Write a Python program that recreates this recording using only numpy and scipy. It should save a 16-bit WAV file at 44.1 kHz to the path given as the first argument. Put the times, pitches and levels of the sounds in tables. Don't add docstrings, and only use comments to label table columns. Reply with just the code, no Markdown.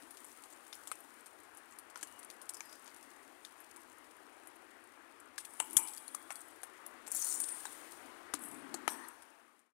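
import sys
import numpy as np
from scipy import signal
from scipy.fft import rfft, irfft
from scipy.io import wavfile
from scipy.ndimage import uniform_filter1d

SR = 44100
rng = np.random.default_rng(int(sys.argv[2]) if len(sys.argv) > 2 else 0)


def put_to_file(sound):
    columns = np.atleast_2d(sound).T
    safe = np.clip(columns, -1, 1)
    whole_steps = np.round(safe * 32767)
    wavfile.write(sys.argv[1], SR, whole_steps.astype(np.int16))


def invert_db(level):
    return 10 ** (np.asarray(level, dtype=float) / 20)


N = 429093


def evened(x):
    return x / np.sqrt(np.mean(x ** 2) + 1e-20)


def peaked(x):
    return x / (abs(x).max() + 1e-20)


def read(points, hz):
    f, value = np.transpose(points)
    return np.interp(np.log(hz + 1), np.log(f + 1), value)


def curve(points):
    s, db = np.transpose(points)
    return np.interp(np.arange(N) / SR, s, db)


def equalized(x, spectrum):
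    gain = invert_db(read(spectrum, np.fft.rfftfreq(len(x), 1 / SR)))
    return irfft(rfft(x) * gain, len(x))


def colour(x, spectrum):
    return evened(equalized(x, spectrum))


def ring(x, hz, width):
    r = np.exp(-np.pi * width / SR)
    return signal.lfilter([1, -1], [1, -2 * r * np.cos(2 * np.pi * hz / SR), r * r], x)


def band(x, lo_hz, hi_hz):
    edges = [lo_hz, np.clip(hi_hz, 1.1 * lo_hz, 20000)]
    return peaked(signal.sosfilt(signal.butter(2, edges, "band", fs=SR, output="sos"), x))


def highpassed(x, hz):
    return signal.sosfilt(signal.butter(2, hz, "high", fs=SR, output="sos"), x)


def decay(t, t60):
    return invert_db(-60 * t / t60)


def add(mix, s, sound):
    part = mix[round(s * SR):][:len(sound)]
    part += sound[:len(part)]


def turbulence(spectrum, patchy_db, size=1024):
    frames, hz = 4 * N // size + 5, np.fft.rfftfreq(size, 1 / SR)
    a, b, patches = rng.standard_normal((frames, len(hz), 3)).T
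    patches = uniform_filter1d(patches, size=10, axis=0)
    patches = evened(uniform_filter1d(patches, size=12, axis=1))
    z = (a + 1j * b) * invert_db(read(spectrum, hz)[:, None] + patchy_db * patches)
    return evened(signal.istft(z, nperseg=size, noverlap=3 * size // 4)[1][:N])


# (time [s], level [dB])
WIND_GUSTS = [(0.0, 0.5), (1.7, 1), (2.2, 2.5), (2.5, 2), (3.5, 1), (4.5, 1), (5.5, 1), (6.5, 2.5),
              (7.3, 5), (8.3, 6), (8.9, 7), (9.1, 4), (9.73, 7)]
# (time [s], swell [dB], half length [s])
CANOPY_HEAVES = [
    (0.037, 14, 0.02),
    (2.193, 2, 0.19),
    (4.2, 0.5, 0.18),
    (5.63, 5, 0.054),
    (5.754, 12, 0.19),
    (8.07, 5, 0.071),
    (8.541, 1, 0.27),
    (8.943, 11, 0.27),
]
# (frequency [Hz], level [dB per Hz])
ROAR_SPECTRUM = [(250, -24.5), (430, -3.5), (550, -6), (603, -3.5), (1140, -1), (1790, -4), (2030, -6),
                 (3090, -14.5), (3350, -17.5), (5000, -24.5), (6500, -34), (11000, -120)]
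# (frequency [Hz], level [dB per Hz])
BOOM_SPECTRUM = [(97, -64), (165, -37.5), (186, -17), (242, -1), (339, 3), (453, -10), (480, -17.5),
                 (620, -34.5), (1060, -120)]
# (frequency [Hz], level [dB per Hz])
RUMBLE_SPECTRUM = [(18, -47.5), (30, -17), (68, 2.5), (102, 8), (124, -11), (160, -23.5), (210, -25),
                   (350, -120)]


def wind():
    t, gust = np.arange(N) / SR, curve(WIND_GUSTS)
    heave = sum(db * np.clip(1 - abs(t - s) / half, 0, 1) for s, db, half in CANOPY_HEAVES)
    roar = invert_db(-64 + gust) * turbulence(ROAR_SPECTRUM, patchy_db=1.36)
    boom = turbulence(BOOM_SPECTRUM, patchy_db=1.74, size=4096)
    boom = boom * invert_db(-72 + 1.04 * gust + heave)
    rumble = turbulence(RUMBLE_SPECTRUM, patchy_db=2.0, size=4096)
    rumble = rumble * invert_db(-91.5 + 0.47 * gust + 0.48 * heave)
    return roar + boom + rumble


def flap(peak_db, hz, t60):
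    t = np.arange(SR // 4) / SR
    onset = 1 - np.exp(-t / 0.0011)
    return invert_db(peak_db) * decay(t, max(t60, .01)) * onset * np.sin(2 * np.pi * hz * t)


# (time [s], peak [dB], frequency [Hz], t60 [s])
CANOPY_FLAPS = [(2.026, -50.5, 320, 0.059), (5.596, -67, 588, 0.086), (5.763, -38, 338, 0.037),
                (6.301, -65, 330, 0.095), (7.651, -64, 385, 0.11), (8.336, -40.5, 296, 0.084),
                (8.739, -35.5, 336, 0.032), (8.874, -33.5, 322, 0.029), (5.758, -51.5, 126, 0.084),
                (8.328, -60, 86.1, 0.079), (8.868, -65.5, 75.4, 0.077)]


def flaps():
    out = np.zeros(N)
    for s, *row in CANOPY_FLAPS:
        add(out, s + 0.0042, flap(*row))
    return out


# (start [s], end [s], frequency [Hz], level [dB])
SEAM_HUMS = [
    (2.051, 2.207, 2890, -73),
    (5.8, 6.45, 3350, -76.5),
    (8.34, 8.82, 275, -58),
]


def seams():
    out = np.zeros(N)
    for start, end, hz, db in SEAM_HUMS:
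        size = round((end - start) * SR)
        hum = evened(ring(rng.standard_normal(SR)[:size], hz, 37))
        add(out, start, invert_db(db) * signal.windows.tukey(size, .3) * hum)
    return out


def grains(per_s, spread_db, t60, clump_db):
    clumps = evened(uniform_filter1d(rng.standard_normal(N), size=500))
    size = invert_db(spread_db * np.minimum(rng.exponential(1, N), 3) + clump_db * clumps)
    hits = size * (rng.random(N) < per_s / SR)
    puffs = signal.lfilter([1], [1, -invert_db(-60 / (t60 * SR))], hits)
    return evened(puffs * rng.standard_normal(N))


# (time [s], level [dB])
SLIDE_LEVEL = [(0.0, -63), (0.34, -61.5), (0.5, -65), (0.85, -61.5), (1.2, -65.5), (1.95, -70),
               (2.13, -64.5), (2.35, -68.5), (2.7, -65), (3.1, -66), (5.4, -71.5), (5.58, -60.5),
               (6.36, -65.5), (7.0, -68), (7.6, -51), (8.03, -61.5), (8.32, -67), (9.73, -62.5)]
# (frequency [Hz], level [dB per Hz])
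RUSTLE_SPECTRUM = [(2940, -27.5), (5000, -13.5), (6140, -9.5), (9190, 2.5), (9710, 1.5), (12200, -6.5),
                   (15100, -10), (16000, -13), (16200, -39), (16500, -46)]
# (frequency [Hz], level [dB per Hz])
SCRAPE_SPECTRUM = [(2000, -10.5), (3000, 0), (5500, -4), (7000, -4), (12000, -29.5), (16000, -48)]


def rustle():
    gust, slide = curve(WIND_GUSTS), curve(SLIDE_LEVEL)
    slips = grains(per_s=670, spread_db=6.0, t60=0.012, clump_db=3.5)
    slips = slips * invert_db(-0.73 * gust)
    fine = colour(slips + 1.1 * rng.standard_normal(N), RUSTLE_SPECTRUM)
    coarse = colour(0.57 * slips + 0.85 * rng.standard_normal(N), SCRAPE_SPECTRUM)
    coarse_db = -77 + 0.64 * (slide - np.median(slide)) + 0.57 * gust
    return invert_db(slide - 4.0) * fine + invert_db(coarse_db) * coarse


def drag_slips():
    streams = [[(5500, 0), (8500, -30)],
               [(5500, -30), (8500, 0), (12000, -30)],
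               [(8500, -30), (12000, 0)]]
    hz = np.fft.rfftfreq(N, 1 / SR)
    shares = [invert_db(read(s, hz)) for s in streams]
    shared = grains(per_s=530, spread_db=1.0, t60=0.015, clump_db=-4.0)
    mixed = 0
    for share in shares:
        own = grains(per_s=1500, spread_db=-4.0, t60=0.03, clump_db=2.5)
        mixed = mixed + rfft(own + 0.19 * shared) * share
    slips = irfft(mixed / np.sqrt(sum(s ** 2 for s in shares)), N)
    wash = colour(rng.standard_normal(N), [(2500, 0.0), (5000, -3)])
    return slips + 0.65 * wash


# (start [s], rise [s], hold [s], level [dB], fall [dB per s])
WALL_DRAGS = [(5.592, 0.0046, .01, -54.5, 65.5), (5.696, 0.077, 0.017, -52, 81.5),
              (7.08, 0.07, 0.19, -43, 150), (7.35, 0.068, 0.095, -46.5, 90), (8.38, 0.037, 0.053, -53, 111),
              (8.876, 0.0085, 0.066, -53, 62), (8.885, 0.017, 0.029, -49.5, 300),
              (2.51, 0.026, 0.21, -67, 120), (6.31, 0.022, 0.081, -63, 82), (5.77, .004, 0.02, -47, 201),
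              (8.882, 0.0087, 0.11, -57, 67), (5.85, 0.025, 0.16, -63.5, 36), (6.16, .02, .1, -80, 60),
              (8.95, .02, 0.1, -71, 61), (5.39, .01, 0.19, -65, 51)]
DRAGGED_WALL = (0, 0, 1, 2, 3, 4, 3, 6, 3, 3, 5, 3, 3, 3, 3)
# (frequency [Hz], level [dB per Hz])
WALL_TONES = [
    [(350, -54.5), (600, -26), (858, 6), (1700, -13), (2370, -6), (3350, -7), (3900, -25.5), (6200, -19),
     (9620, -1.5), (13000, -14.5), (16000, -25)],
    [(2240, -18), (3800, -16), (4390, -10.5), (4980, -12), (5600, -5), (6000, -1), (6930, -0.5),
     (9040, 3.5), (10700, 0), (11100, -12), (12000, -13), (12400, -2), (13800, -15), (14300, -7),
     (15400, -9), (16000, -17)],
    [(2940, -28), (5000, -26), (7300, -19), (9000, 7), (11000, -14), (15100, -28), (16000, -30)],
    [(3530, -47.5), (6000, -15), (7300, -20), (7600, 0.5), (9420, 7), (10200, 2), (11100, -1.5),
     (12600, -6), (16000, -23)],
    [(350, -51), (600, -12), (930, 4.5), (1140, -3), (1350, -5.5), (1830, 0), (2240, -22), (2720, -16.5),
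     (4840, -19), (6030, -9), (7400, -25.5), (9110, -13), (11300, -13.5), (16000, -27)],
    [(350, -45), (700, -3), (1000, 4), (1900, -3), (2400, -17), (5000, -34), (16000, -48)],
    [(4000, -27), (5000, 2), (6500, -5), (7200, -8), (9200, -2), (12000, -10), (16000, -22)],
]


def drags():
    slips, out = drag_slips(), np.zeros(N)
    for (s, rise, hold, db, fall), wall in zip(WALL_DRAGS, DRAGGED_WALL):
        part = slips[round(s * SR):][:SR // 2]
        t = np.arange(len(part)) / SR
        pull = np.clip(t / max(rise, .001), 0, 1) ** 2
        pull = pull * invert_db(db - fall * np.maximum(t - rise - hold, 0))
        release = np.clip(10 - 20 * t, 0, 1)
        add(out, s, pull * release * colour(part, WALL_TONES[wall]))
    return highpassed(out, 400)


def facets(x, ripple_db):
    z = signal.stft(x, nperseg=512, noverlap=384)[2]
    ripple = uniform_filter1d(rng.standard_normal(z.shape[::-1]).T, size=3, axis=0)
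    ripple = invert_db(ripple_db * evened(uniform_filter1d(ripple, size=60, axis=1)))
    return signal.istft(z * evened(ripple), nperseg=512, noverlap=384)[1][:N]


def drum(peak_db, low_hz, high_hz, high_db, t60, noise):
    t = np.arange(len(noise)) / SR
    blow = band(decay(t, 0.0088) * (0.51 + noise), 530, 5200)
    shiver = 0.52 * band(decay(t, 0.045) * noise[::-1], 600, 2700)
    width = 2.0 / max(t60, .004)
    low = peaked(ring(blow, low_hz, width))
    high = invert_db(high_db) * peaked(ring(blow, high_hz, 1.7 * width))
    return invert_db(peak_db - 9.5) * (shiver + low + high)


# (time [s], peak [dB], lower mode [Hz], upper mode [Hz], upper re lower mode [dB])
WALL_DRUMS = [(0.7265, -35, 1540, 3630, 0), (0.9149, -25, 1280, 2000, -13), (1.9569, -44, 830, 1350, 13.5),
              (2.0288, -42, 750.6, 1660, 8), (2.5022, -41.5, 905, 1800, -4), (2.6057, -39.5, 1190, 2370, 9),
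              (3.4485, -40.5, 1990, 3520, 7), (5.3798, -40.5, 1190, 1690, 12.5),
              (5.6, -18.5, 875, 2840, -1.5), (5.623, -37, 1010, 1500, -19), (5.7674, -34.5, 970, 3300, 18),
              (6.1454, -35, 1190, 1210, -4), (6.3045, -31, 1250, 2200, -14), (6.313, -38.5, 1110, 1980, 2),
              (6.3222, -34.5, 1310, 2200, -12), (6.632, -33.5, 790, 1620, -6),
              (7.6531, -32.5, 828, 1540, -1), (8.337, -29.5, 1180, 1360, 4), (8.7412, -31, 800, 1502, -9),
              (8.8775, -16.5, 935, 1306, 4.5)]


def drums():
    out = np.zeros(N)
    for (s, *row), noise in zip(WALL_DRUMS, rng.standard_normal((len(WALL_DRUMS), 4000))):
        add(out, s + 0.0006, drum(*row, t60=0.018, noise=noise))
    return out


def ping(peak_db, hz, t60, noise):
    blow = decay(np.arange(len(noise)) / SR, max(t60, .01)) * noise
    return invert_db(peak_db) * peaked(ring(ring(blow, hz, 650), hz, 650))


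# (time [s], peak [dB], frequency [Hz], t60 [s])
FACET_PINGS = [(0.7272, -50.5, 5230, 0.093), (0.918, -50, 2490, 0.13), (2.0283, -48, 2940, .03),
               (2.0275, -42, 9600, .04), (2.5445, -48, 5440, 0.028), (2.569, -50, 5140, .03),
               (3.45, -64, 6150, .04), (5.393, -46, 9500, .08), (5.6002, -31, 7900, .1),
               (5.5982, -37, 10300, .05), (5.699, -46, 8800, 0.034), (5.7673, -37, 1620, 0.062),
               (5.7668, -32, 5930, .04), (5.7668, -25.5, 7070, .05), (5.7668, -21, 7900, .04),
               (5.7681, -29, 9640, 0.045), (5.7668, -26, 10520, .1), (5.7676, -25.5, 11500, .07),
               (5.9733, -51.5, 4700, 0.036), (6.0791, -51, 6870, 0.034), (6.078, -40, 10200, 0.035),
               (6.0786, -51, 4200, 0.026), (6.145, -38, 10400, 0.044), (6.3046, -50, 5940, 0.046),
               (6.3555, -53.5, 4530, 0.045), (6.3555, -56, 11900, 0.035), (7.221, -33.5, 6120, .04),
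               (7.1991, -37, 6400, .04), (7.654, -48, 3870, .05), (7.666, -48.5, 3700, 0.028),
               (7.667, -43, 8500, 0.05), (8.337, -35, 9560, 0.042), (8.337, -36, 7370, 0.037),
               (8.5435, -49, 7850, .03), (8.741, -40, 4420, 0.027), (8.7415, -38, 7100, 0.035),
               (9.0833, -41.5, 11280, .03), (8.8777, -39.5, 3080, 0.035), (8.877, -44, 5800, 0.25)]


def pings():
    out = np.zeros(N)
    for (s, *row), noise in zip(FACET_PINGS, rng.standard_normal((len(FACET_PINGS), 6000))):
        add(out, s + 0.0007, ping(*row, noise))
    return out


CLICK = 5.58


def crackle(peak_db, hz, noise):
    t = np.arange(len(noise)) / SR
    burst = CLICK / 2 * (t == 0) + invert_db(-0.5) * decay(t, 0.024) * noise
    facet = peaked(ring(burst, hz, 1600)) + 0.4 * peaked(ring(burst, 9500, 4000))
    return invert_db(peak_db - 4.5) * band(facet, 0.63 * hz, 12500)


# (time [s], peak [dB], brightest
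# [Hz])
WALL_CRACKLES = [(0.194, -49, 9480), (0.2024, -43, 9250), (0.2643, -46, 7980), (0.3163, -43, 6770),
                 (0.4209, -44, 9470), (0.4574, -48, 9890), (0.5028, -47, 9310), (0.6786, -42, 9200),
                 (0.7517, -36, 9500), (0.9537, -41, 8600), (0.9882, -45, 9720),
                 (1.0041, -42.5, 11300), (1.207, -46, 9810), (1.3299, -53, 9180), (1.4007, -46, 9210),
                 (1.4333, -46, 9900), (1.5483, -45, 9800), (1.6571, -50, 8470), (1.709, -47, 8590),
                 (1.8814, -59, 9530), (2.1126, -45, 9330), (2.1236, -41.5, 7560), (2.2364, -46, 9640),
                 (2.2463, -37, 9600), (2.3124, -53, 8340), (2.34, -48, 10000), (2.5024, -39, 10400),
                 (2.5434, -33, 7550), (2.5504, -39, 7570), (2.6564, -42, 10000), (2.694, -47, 5360),
                 (2.7117, -48, 9750), (2.7561, -49, 9660), (2.794, -44.5, 8800), (2.822, -50, 9020),
                 (2.8429, -45, 9610), (2.876, -44, 5600), (2.9452, -46, 9230), (3.431, -49, 8850),
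                 (3.6114, -49, 8980), (3.7998, -51, 9470), (3.8162, -47, 8760), (3.8985, -44.5, 7170),
                 (3.9275, -49, 7930), (3.983, -46, 9810), (4.0682, -58, 7510), (4.1659, -50, 10200),
                 (4.366, -55, 9150), (4.4338, -52, 8040), (4.4574, -53, 9980), (4.561, -48, 10300),
                 (4.8389, -49, 9500), (4.8728, -51, 8940), (5.256, -55, 8930),
                 (5.5049, -47, 8790), (5.5697, -47, 7800), (5.67, -42, 8770), (5.7704, -20, 7980),
                      (5.8014, -35, 10200), (5.8374, -35, 9810), (5.963, -36, 9080), (6.2257, -45, 10200),
                      (6.2906, -52, 8980), (6.3124, -37, 7980), (6.3254, -39, 8690), (6.4144, -41.5, 8660),
                      (6.4827, -42, 10200), (6.5096, -50, 9170), (6.56, -49, 9270), (6.6169, -45, 10100),
                      (7.1204, -24, 8600), (7.163, -25, 7400), (7.1724, -29, 8660), (7.1934, -29, 10100),
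                      (7.2114, -27, 10200), (7.2164, -23, 8960), (7.2364, -35, 9010), (7.2524, -25, 9170),
                      (7.2744, -31, 9260), (7.2884, -26, 8880), (7.312, -27, 7340), (7.3244, -23, 8100),
                      (7.3394, -27, 8850), (7.3504, -25, 8800), (7.3564, -27, 9100), (7.4054, -25, 8700),
                      (7.9099, -42, 10100), (7.9713, -49, 9000), (8.3404, -26, 9460), (8.3913, -39, 9500),
                      (8.4194, -41, 10100), (8.4362, -32, 9800), (8.4577, -35, 10800), (8.4851, -37, 10800),
                      (8.5131, -37, 9400), (8.5435, -41, 9360)]


def crackles():
    out = np.zeros(N)
    rows = WALL_CRACKLES
    for (s, *row), noise in zip(rows, rng.standard_normal((len(rows), 1500))):
        add(out, s + 0.0007, crackle(*row, noise))
    return out


# (frequency [Hz], level [dB], t60 [s])
PANEL_MODES = [(700, -6, .03), (920, -1, .04), (1290, -1, .04), (1650, -3, .03), (2150, -4, .03),
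               (2600, -8, .015)]


def snap(peak_db, thud_db, scrape_db, hz, t60, chance):
    t, (noise, slips, wash) = np.arange(chance.shape[1]) / SR, chance
    t60 = max(t60, .004)
    re_slips = (abs(slips) > 2.0) * abs(noise)
    after = invert_db(-1.5) * decay(t, t60) * signal.lfilter([1], [1, -.95], re_slips) * wash
    crack = CLICK * (t == t[24]) + invert_db(-6.5) * decay(t, 0.0087) * (t > t[16]) * noise
    burst = crack + after + invert_db(-16.5) * decay(t, 2.8 * t60) * noise[::-1]
    detune = (0, *slips[-3:].clip(-1, 1))
    patch = sum(peaked(ring(burst, hz * (1 + 0.058 * k), 1700)) for k in detune)
    bright = band(band(patch, 0.91 * hz, 3.9 * hz), 0.52 * hz, 11800)
    wide = invert_db(-22.0) * band(crack + 0.24 * after, 4200, 20000)
    scrape = invert_db(scrape_db + 5.0) * band(crack + 0.51 * after, 2200, 7000)
    tune = 1 + 0.096 * noise[-len(PANEL_MODES):]
    blow = signal.lfilter([1], [1, -.6], crack + 0.15 * after)
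    thud = sum(invert_db(db) * peaked(ring(blow, f * k, 2.5 / mode_t60))
               for (f, db, mode_t60), k in zip(PANEL_MODES, tune))
    return invert_db(peak_db) * (bright + wide + scrape + invert_db(thud_db) * peaked(thud))


# (time [s], peak [dB], thud re peak [dB], scrape re peak [dB], brightest [Hz])
CREASE_SNAPS = [(7.2225, -25.5, -38, -36, 6440), (0.7272, -45.5, -26, 1.5, 10800),
                (0.8724, -34, -13, -14, 7300), (0.9148, -29, -20, -22, 8600), (1.957, -44.5, 3, -1.5, 7060),
                (2.0283, -29, -12, -12, 7740), (2.4912, -30.5, -20, -14, 8450),
                (2.5366, -37, -24, -15.5, 8800), (2.6055, -31.5, -7.5, -22, 5850),
                (2.8769, -56.5, 10, 8, 5750), (3.4491, -41.5, -14, -4, 9400),
                (5.3792, -33.5, -14, -4, 8600), (5.449, -35.5, -33, -11.5, 9500),
                (5.6002, -19.5, -11, -54, 7900), (5.7668, -9.5, -24.5, -31, 8700),
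                (6.1459, -28.5, -21, -23, 8400), (6.3046, -36.5, 3.5, -23, 8550),
                (6.6323, -33, -14, -12, 9700), (7.0768, -35, -8, -22, 8000), (7.4011, -22, -21, -22, 9100),
                (7.653, -35.5, -0.5, -15, 8100), (8.337, -25.5, -7.5, -8.5, 8300),
                (8.7415, -28.5, -13, -16, 7400), (8.8777, -24, -8, -6.5, 10350)]
# (time [s], peak [dB], scrape re peak [dB])
SLACK_WALL_TICKS = [(0.0223, -48.5, -5), (0.1072, -41.5, -13), (0.17, -44, -5.5), (0.3267, -49, -24),
                    (0.4369, -40.5, -12), (0.5252, -44.5, -15), (1.259, -43, -11), (1.5713, -41.5, -15),
                    (1.7225, -45.5, -13), (1.7858, -39.5, -13.5), (1.8991, -45, -12), (1.9734, -41, -24),
                    (2.0108, -42.5, -7), (2.0717, -45, -8), (2.1904, -41.5, -23), (2.2298, -43, -8),
                    (2.3002, -42.5, -3.5), (2.4149, -42.5, -9), (2.4548, -49, -15), (2.5676, -42.5, -12),
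                    (2.7257, -43, -8.5), (2.8589, -49, -3), (2.9627, -45, -9), (3.0275, -45, -11),
                    (3.6027, -45, -19), (3.7614, -42, -13), (0.2443, -37.5, -30), (4.4717, -40.5, -25),
                    (5.2001, -47, -29), (5.5353, -44, -20)]
# (time [s], peak [dB], scrape re peak [dB])
TAUT_WALL_TICKS = [(5.699, -44, -25), (5.7084, -32, -23), (5.7304, -34, -22), (5.8272, -37, -31),
                   (5.8735, -34, -9.5), (5.8845, -36, -9), (5.9349, -37, -12), (5.9733, -36, -13),
                   (5.9046, -43, -16), (6.0791, -35.5, -27), (6.3205, -35, -25), (6.3555, -34, -16),
                   (6.4053, -40.5, -29), (6.8628, -34.5, -20.5), (7.1043, -42, -27.5), (7.1162, -23.5, -41),
                   (7.1477, -21.5, -31), (7.1692, -28, -37), (7.0654, -40, -9.5), (7.2439, -24, -28),
                   (7.2973, -27, -33), (7.438, -29, -13), (7.4854, -30, -14), (7.7233, -36.5, -24),
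                   (7.2685, -25.5, -18), (5.7748, -20.5, -15.5), (7.1991, -40, -29), (9.0833, -37.5, -30),
                   (9.2209, -43, -9.5), (9.592, -38.5, -16.5)]


def creases():
    out = np.zeros(N)
    ticks = [(s, db, -10.5, scrape) for s, db, scrape in SLACK_WALL_TICKS]
    ticks += [(s, db, -22, scrape) for s, db, scrape in TAUT_WALL_TICKS]
    pitch = 8960 * (1 + 0.073 * rng.standard_normal(len(ticks)))
    rows = CREASE_SNAPS + [(*row, hz) for row, hz in zip(ticks, pitch)]
    for (s, db, thud, scrape, hz), chance in zip(rows, rng.standard_normal((len(rows), 3, 4500))):
        rattle_t60 = 0.037 + 0.11 * min(invert_db(scrape), 1)
        add(out, s + 0.00046, snap(db, thud, scrape, hz, rattle_t60, chance))
    return out


# (frequency [Hz], level [dB])
TAUT_WALL_COLOUR = [(4000, -2.5), (5500, -1), (6000, 3), (10700, -1.5), (11100, -9), (12000, -6),
                    (12400, 2), (15500, 4)]


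def taut(x):
    t, start_s, end_s = np.arange(N) / SR, 7.11, 7.39
    held = np.clip(np.minimum(t - start_s, end_s - t) / .005, 0, 1)
    return x + held * (equalized(x, TAUT_WALL_COLOUR) - x)


def scene():
    air = wind() + flaps()
    fabric = seams() + rustle() + facets(drags(), ripple_db=4.0)
    ringing = drums() + pings()
    breaks = taut(crackles() + creases())
    left = 2 * (air + fabric + ringing + breaks)
    return np.array([left, 0 * left])


def low_pass(x):
    return signal.sosfilt(signal.butter(12, 16640, fs=SR, output="sos"), x)


def record(dry):
    fade_start_s, fade_end_s = 8.86, 9.736
    left_to_go = np.clip((fade_end_s - np.arange(N) / SR) / (fade_end_s - fade_start_s), 0, 1)
    faded = dry * left_to_go ** 1.05
    taps = signal.firwin(601, 15800, window=("kaiser", 7), fs=SR)  # low-pass, Hz
    limited = signal.oaconvolve(faded, taps[None], "same")
    return low_pass(limited)


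dry = scene()
out = record(dry)
put_to_file(out)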